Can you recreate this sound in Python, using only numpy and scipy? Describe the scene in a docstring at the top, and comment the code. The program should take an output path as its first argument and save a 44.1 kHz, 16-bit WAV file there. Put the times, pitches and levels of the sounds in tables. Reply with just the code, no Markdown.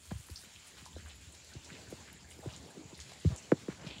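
"""Water drips under a rock overhang in a forest: each impact ticks on stone or leaves, then spatters.
Soft taps and footfalls thud close by, each sweeping down in pitch because its bass arrives late.
Gritty scuffs and small splashes swell briefly. Beneath lie a steady hiss of leaves and water, low
outdoor noise, a faint rumble of air and a thin insect band. Reflection from the rock adds a short echo."""
import sys
import numpy as np
from scipy import signal
from scipy.fft import rfft, irfft, next_fast_len
from scipy.io import wavfile
from scipy.ndimage import uniform_filter1d, map_coordinates

SR = 44100
rng = np.random.default_rng(int(sys.argv[2]) if len(sys.argv) > 2 else 0)


def log_audio(samples):
    """Write samples as a 16-bit WAV file to the path given in sys.argv[1]."""
    # one column per channel
    frames = np.atleast_2d(samples).T
    # limit to full scale, then quantise
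    limited = np.clip(frames, -1, 1)
    pcm = np.round(limited * 32767).astype(np.int16)
    wavfile.write(sys.argv[1], SR, pcm)


N = 176400

# Spectra of the background noises (frequency [Hz], relative density [dB])
HISS_SPECTRUM = [(500, -17), (900, -8.5), (1200, -3), (2300, 1), (4500, 0.5), (5900, -2.5), (7200, 0),
                 (8300, -8), (10000, -11), (12300, -20.5), (15600, -23)]
SPRAY_SPECTRUM = [(5000, -6.5), (9000, 0), (11500, -10), (15700, -12)]
FOREST_SPECTRUM = [(30, -65), (55, -54), (90, 2.5), (170, 0.5), (450, -6.5), (900, -10), (2000, -33),
                   (5000, -56)]
AIR_SPECTRUM = [(20, -52), (35, -40), (55, -2.5), (80, 8), (110, -17.5), (200, -10.5), (600, -63)]
# Their slow envelopes (time [s], level [dB])
HISS_ENVELOPE = [(0, -65), (.4, -60), (1.55, -60.5), (1.8, -57), (2.03, -57), (2.22, -62.5), (2.55, -59.5),
                 (2.88, -61.5), (3.25, -56), (4, -61)]
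SPRAY_ENVELOPE = [(0, -63), (.42, -62.5), (.52, -67), (.87, -68), (1.8, -76.5), (1.93, -70), (2.21, -86),
                  (2.3, -65.5), (2.85, -76), (4, -81)]
FOREST_ENVELOPE = [(0, -71), (1.2, -63), (1.62, -61), (1.78, -56), (2.25, -62), (2.6, -55.5), (3.05, -60.5),
                   (4, -55)]
AIR_ENVELOPE = [(0, -61.5), (.65, -65), (1.05, -56), (1.45, -60), (4, -67.5)]
# Gritty scuffs and small water splashes (time [s], length [s], level [dB], centre [Hz], width [octaves])
GRAINY_SWELLS = [(0.106, 0.024, -51.5, 875, 0.86), (0.285, 0.02, -60, 1400, 0.44),
                 (0.766, 0.093, -56.5, 1970, 0.95), (0.981, 0.032, -56.5, 1840, 0.28),
                 (1.058, 0.054, -60, 1460, 0.37), (1.693, 0.028, -52.5, 1780, 0.28),
                 (2.069, 0.081, -57.5, 1830, 0.39), (2.427, 0.097, -53, 670, 0.4),
                 (2.755, 0.081, -48, 284, 0.37), (3.073, 0.13, -57, 3070, 0.72),
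                 (3.291, 0.099, -54.5, 480, 0.72), (3.685, 0.07, -53, 1290, 0.72),
                 (3.793, 0.16, -55.5, 890, 0.87), (3.861, 0.17, -52, 3000, 0.29)]
# Taps and footfalls (time [s], first-contact level [dB], low edge [Hz], high edge [Hz])
SOFT_IMPACTS = [(.111, -31, 75.4, 251), (.114, -38.5, 378, 820), (0.141, -35.5, 64.6, 113),
                (0.184, -46, 78, 137), (0.293, -47.5, 200, 417), (0.298, -38.5, 66.4, 91),
                (.434, -54, 220, 420), (0.463, -54, 159, 230), (0.818, -49, 80, 260),
                (0.962, -40, 173, 635), (0.98, -55, 60, 88), (1.261, -48.5, 65, 130),
                (1.549, -44, 200, 394), (1.552, -35.5, 67.6, 127), (1.711, -47.5, 69, 250),
                (1.9229, -36, 112, 574), (2.387, -45, 130, 485), (2.4566, -33.5, 270, 466),
                (2.46, -32, 81.4, 150), (2.768, -39.5, 149, 373), (2.844, -43, 90, 169),
                (2.925, -43.5, 120, 397), (3.2464, -27.5, 192, 430), (3.246, -20, 74.6, 148),
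                (3.258, -19.5, 73, 145), (3.295, -33.5, 95, 187), (3.31, -32, 72, 145),
                (3.518, -13, 132, 513), (3.6819, -27, 142, 453), (3.841, -40.5, 167, 413),
                (3.859, -38, 113, 210)]
# Near drops (time [s], tick level [dB], centre [Hz], width [octaves], splash level [dB])
DROP_IMPACTS = [(.2643, -52, 10800, 0.18, -56), (0.3012, -38, 8500, 1.2, -50.5),
                (0.359, -35.5, 5030, 0.19, -46), (.398, -46, 9800, .13, -57),
                (0.4432, -49, 2700, 0.29, -55), (.555, -49, 3120, 0.21, -56), (0.624, -52, 2600, 0.24, -55),
                (.669, -48, 9200, 0.17, -53), (0.855, -54, 4900, 0.6, -50.5), (.862, -45, 930, 0.064, -52),
                (1.094, -50, 3100, .28, -50.5), (1.3228, -48, 8650, 0.18, -55),
                (1.343, -51, 3500, 0.74, -56), (1.446, -41.5, 6200, 0.51, -62),
                (1.536, -42, 4250, 0.47, -57), (1.646, -44, 6430, 0.2, -51), (1.728, -49, 3300, .3, -53),
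                (1.753, -44, 2300, .3, -52.5), (1.9014, -48, 9460, 1.9, -51.5),
                (2.129, -39, 10500, 0.25, -66), (2.3058, -43.5, 8300, 0.2, -56),
                (2.31, -52, 2420, 0.3, -56), (2.493, -51, 3130, 0.19, -52), (2.5364, -42, 3830, 0.25, -52),
                (2.5616, -54, 6940, 0.18, -53), (2.702, -51, 8650, 0.23, -57),
                (2.945, -47, 4400, 0.21, -54), (2.9766, -45, 9800, 0.22, -63),
                (2.9916, -42.5, 2220, 0.48, -58), (3.002, -34.5, 4800, .45, -46),
                (3.12, -42.5, 805, 0.063, -55), (3.1994, -50, 9000, 0.092, -61),
                (3.3615, -36, 7100, 0.3, -57), (3.375, -46, 7000, 0.17, -45.5),
                (3.426, -48, 5960, 0.17, -55), (3.866, -40, 3400, 0.48, -47.5),
                (3.907, -40, 3400, 0.14, -54)]
# Reverberation of the overhang (frequency [Hz], time to fall 60 dB [s])
ROCK_T60 = [(200, 0.35), (2000, 0.45), (10000, 0.086)]


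def amp(db):
    return 10 ** (np.asarray(db) / 20)


def unit_rms(x):
    return x / np.sqrt(np.mean(x ** 2) + 1e-20)


def at_frequency(points, hz):
    """Interpolation of (frequency, value) points on a logarithmic axis."""
    f, values = np.transpose(points)
    return np.interp(np.log(hz + 1), np.log(f + 1), values)


def curve(points):
    """Linear interpolation of (time, value) points at every sample."""
    return np.interp(np.arange(N) / SR, *np.transpose(points))


def wobble(per_s):
    """Smooth random modulation: a spline through per_s knots a second."""
    knots = rng.standard_normal(int(N * per_s / SR) + 4)
    return map_coordinates(knots, [np.arange(N) * per_s / SR])


def rolloff(ratio, order):
    """Butterworth magnitude response, 3 dB down at a frequency ratio of 1."""
    return 1 / np.hypot(1, ratio ** order)


def filtered(x, response):
    """Linear filtering: the spectrum is multiplied by a frequency response."""
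    size = next_fast_len(len(x) + SR // 10)
    return irfft(rfft(x, size) * response(np.fft.rfftfreq(size, 1 / SR)), size)[:len(x)]


def band(x, hz, octaves):
    """Band-pass filtering, Gaussian in log frequency."""
    return filtered(x, lambda f: np.exp(-(np.log2((f + 1) / hz) / octaves) ** 2 / 4))


def add(track, start_s, sound):
    """Superposition of a sound on the track."""
    part = track[max(round(start_s * SR), 0):][:len(sound)]
    part += sound[:len(part)]


def grit(hz, octaves, grain=0.6, size=16384):
    """Random amplitude modulation clumps band noise into millisecond grains."""
    clumps = unit_rms(uniform_filter1d(rng.standard_normal(size), size=44))
    return unit_rms(band(rng.standard_normal(size) * np.exp(grain * clumps), hz, octaves))


def patchy_noise(spectrum, patchy_db):
    """Coloured noise, modulated in random patches of time and frequency."""
    cells = signal.stft(rng.standard_normal(N), nperseg=512)[2]
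    patches = uniform_filter1d(rng.standard_normal(cells.shape), size=5, axis=0)
    patches = unit_rms(uniform_filter1d(patches, size=9, axis=1))
    noise = signal.istft(cells * amp(patchy_db * patches), nperseg=512)[1][:N]
    return unit_rms(filtered(noise, lambda f: amp(at_frequency(spectrum, f))))


def forest():
    """Incoherent sources sum to a steady bed: leaves and water, fine spray, low noise, air, insects."""
    hiss = amp(curve(HISS_ENVELOPE) + 1.38 * wobble(21.06)) * patchy_noise(HISS_SPECTRUM, 1.8)
    spray_db = curve(SPRAY_ENVELOPE) + 2.7 * wobble(16) + 3 * wobble(450)
    spray = amp(spray_db) * patchy_noise(SPRAY_SPECTRUM, 1.5)
    low_noise = amp(curve(FOREST_ENVELOPE)) * patchy_noise(FOREST_SPECTRUM, 3)
    air = amp(curve(AIR_ENVELOPE) + 4 * wobble(7.8)) * patchy_noise(AIR_SPECTRUM, -2.5)
    insect_db = -67 + 2.5 * wobble(60)
    insects = amp(insect_db) * unit_rms(band(rng.standard_normal(N), hz=7200, octaves=0.071))
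    return hiss + spray + low_noise + air + insects


def splash(hz, octaves, t60, rise_s=0.0011):
    """Scattered droplets make grainy noise with a fast rise and an exponential decay."""
    spray = grit(hz, octaves)
    t = np.arange(len(spray)) / SR
    return spray * (1 - np.exp(-t / rise_s)) * amp(-60 * t / t60)


def far_drips(per_s=26):
    """Independent drops arrive as a Poisson process, each ringing faintly in a narrow band."""
    out = np.zeros(N)
    deviations = rng.standard_normal((400, 2))
    times = np.cumsum(rng.exponential(1, len(deviations))) / per_s
    for start_s, (pitch, strength) in zip(times[times < N / SR], deviations):
        hz = np.clip(3200 * 2 ** (0.8 * pitch), 1500, 11000)
        add(out, start_s, amp(-61 + 1.2 * strength) * splash(hz, octaves=0.11, t60=0.11))
    return out


def scuffs_and_splashes(rise_share=0.18):
    """Gritty scuffs and small water splashes: amplitude envelopes shape short swells of grainy noise."""
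    out = np.zeros(N)
    for start_s, length_s, db, hz, octaves in GRAINY_SWELLS:
        grains = grit(hz, octaves)
        age = np.arange(len(grains)) / SR / (length_s * rise_share)  # 1 at the crest
        add(out, start_s, amp(db) * grains * np.sqrt(age * np.exp(1 - age)))
    return out


def taps(lag_cycles=2.15, lead_s=0.02, snap_hz=1913, bounce_s=0.00597, shudder_t60=0.069):
    """Dispersion: group delay grows toward the bass, so each soft impact sweeps down in pitch."""
    out = np.zeros(N)
    t = np.arange(SR // 2) / SR
    f = np.fft.rfftfreq(len(t), 1 / SR) + 1
    lag = np.exp(-2j * np.pi * (lag_cycles * np.log(f / snap_hz) + f * lead_s))
    bounce = amp(-15) * np.exp(-2j * np.pi * f * bounce_s)  # a weak second contact
    snap = rolloff(f / snap_hz, 6)
    crack = amp(-29.5) * rolloff(f / 7000, 4)
    for start_s, db, low_hz, high_hz in SOFT_IMPACTS:
        snap_db = -17.5 + 18 * np.log2(high_hz / 500) + 0.33 * db  # brighter, harder taps snap more
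        body = rolloff(f / high_hz, 6.2)
        bass_cut = rolloff(low_hz / f, 4.9) * rolloff(52 / f, 6)
        push = lag * np.hypot(body, amp(snap_db) * (snap + crack)) * bass_cut
        shudder = rng.standard_normal(len(t)) * amp(-60 * t / shudder_t60)
        contact = 1 + bounce + amp(-12.5) * rfft(shudder / np.linalg.norm(shudder))
        thud = irfft(push * contact) / np.abs(irfft(push)).max()
        add(out, start_s - lead_s, amp(db) * thud)
    return out


def near_drips(tick_s=0.00087):
    """A drop's impact on stone radiates a brief transient, then a splash in the same band."""
    out = np.zeros(N)
    t = np.arange(SR // 50) / SR
    for start_s, tick_db, hz, octaves, splash_db in DROP_IMPACTS:
        tick = grit(hz, octaves, grain=0)[:len(t)] * t * np.exp(-2 * t / tick_s)
        add(out, start_s, amp(tick_db) * tick / np.abs(tick).max())
        add(out, start_s, amp(splash_db) * splash(hz, octaves, t60=0.12))
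    return out


def rock_echo(x):
    """Reverberation: reflections from the overhang decay at a rate that depends on frequency."""
    hz, t, cells = signal.stft(rng.standard_normal(SR // 2), SR, nperseg=256)
    decay = amp(-60 * t / at_frequency(ROCK_T60, hz)[:, None])
    tail = signal.istft(cells * decay, SR, nperseg=256)[1]
    return signal.fftconvolve(x, tail / np.linalg.norm(tail))[:N]


def scene():
    """Direct and reflected sound superpose; the taps are close and so nearly dry."""
    drips_and_scuffs = near_drips() + far_drips() + scuffs_and_splashes()
    softened = filtered(drips_and_scuffs, lambda f: rolloff(f / 11700, 4))  # less top treble
    close = taps()
    echo = rock_echo(amp(-10) * softened + amp(-45) * close)
    return (softened + close + echo + forest())[None]


def record(dry, top_hz=15780):
    """Band limiting: an ideal low-pass filter removes the highest treble."""
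    return filtered(dry[0], lambda hz: hz < top_hz)[None]


dry = scene()
out = record(dry)
log_audio(out)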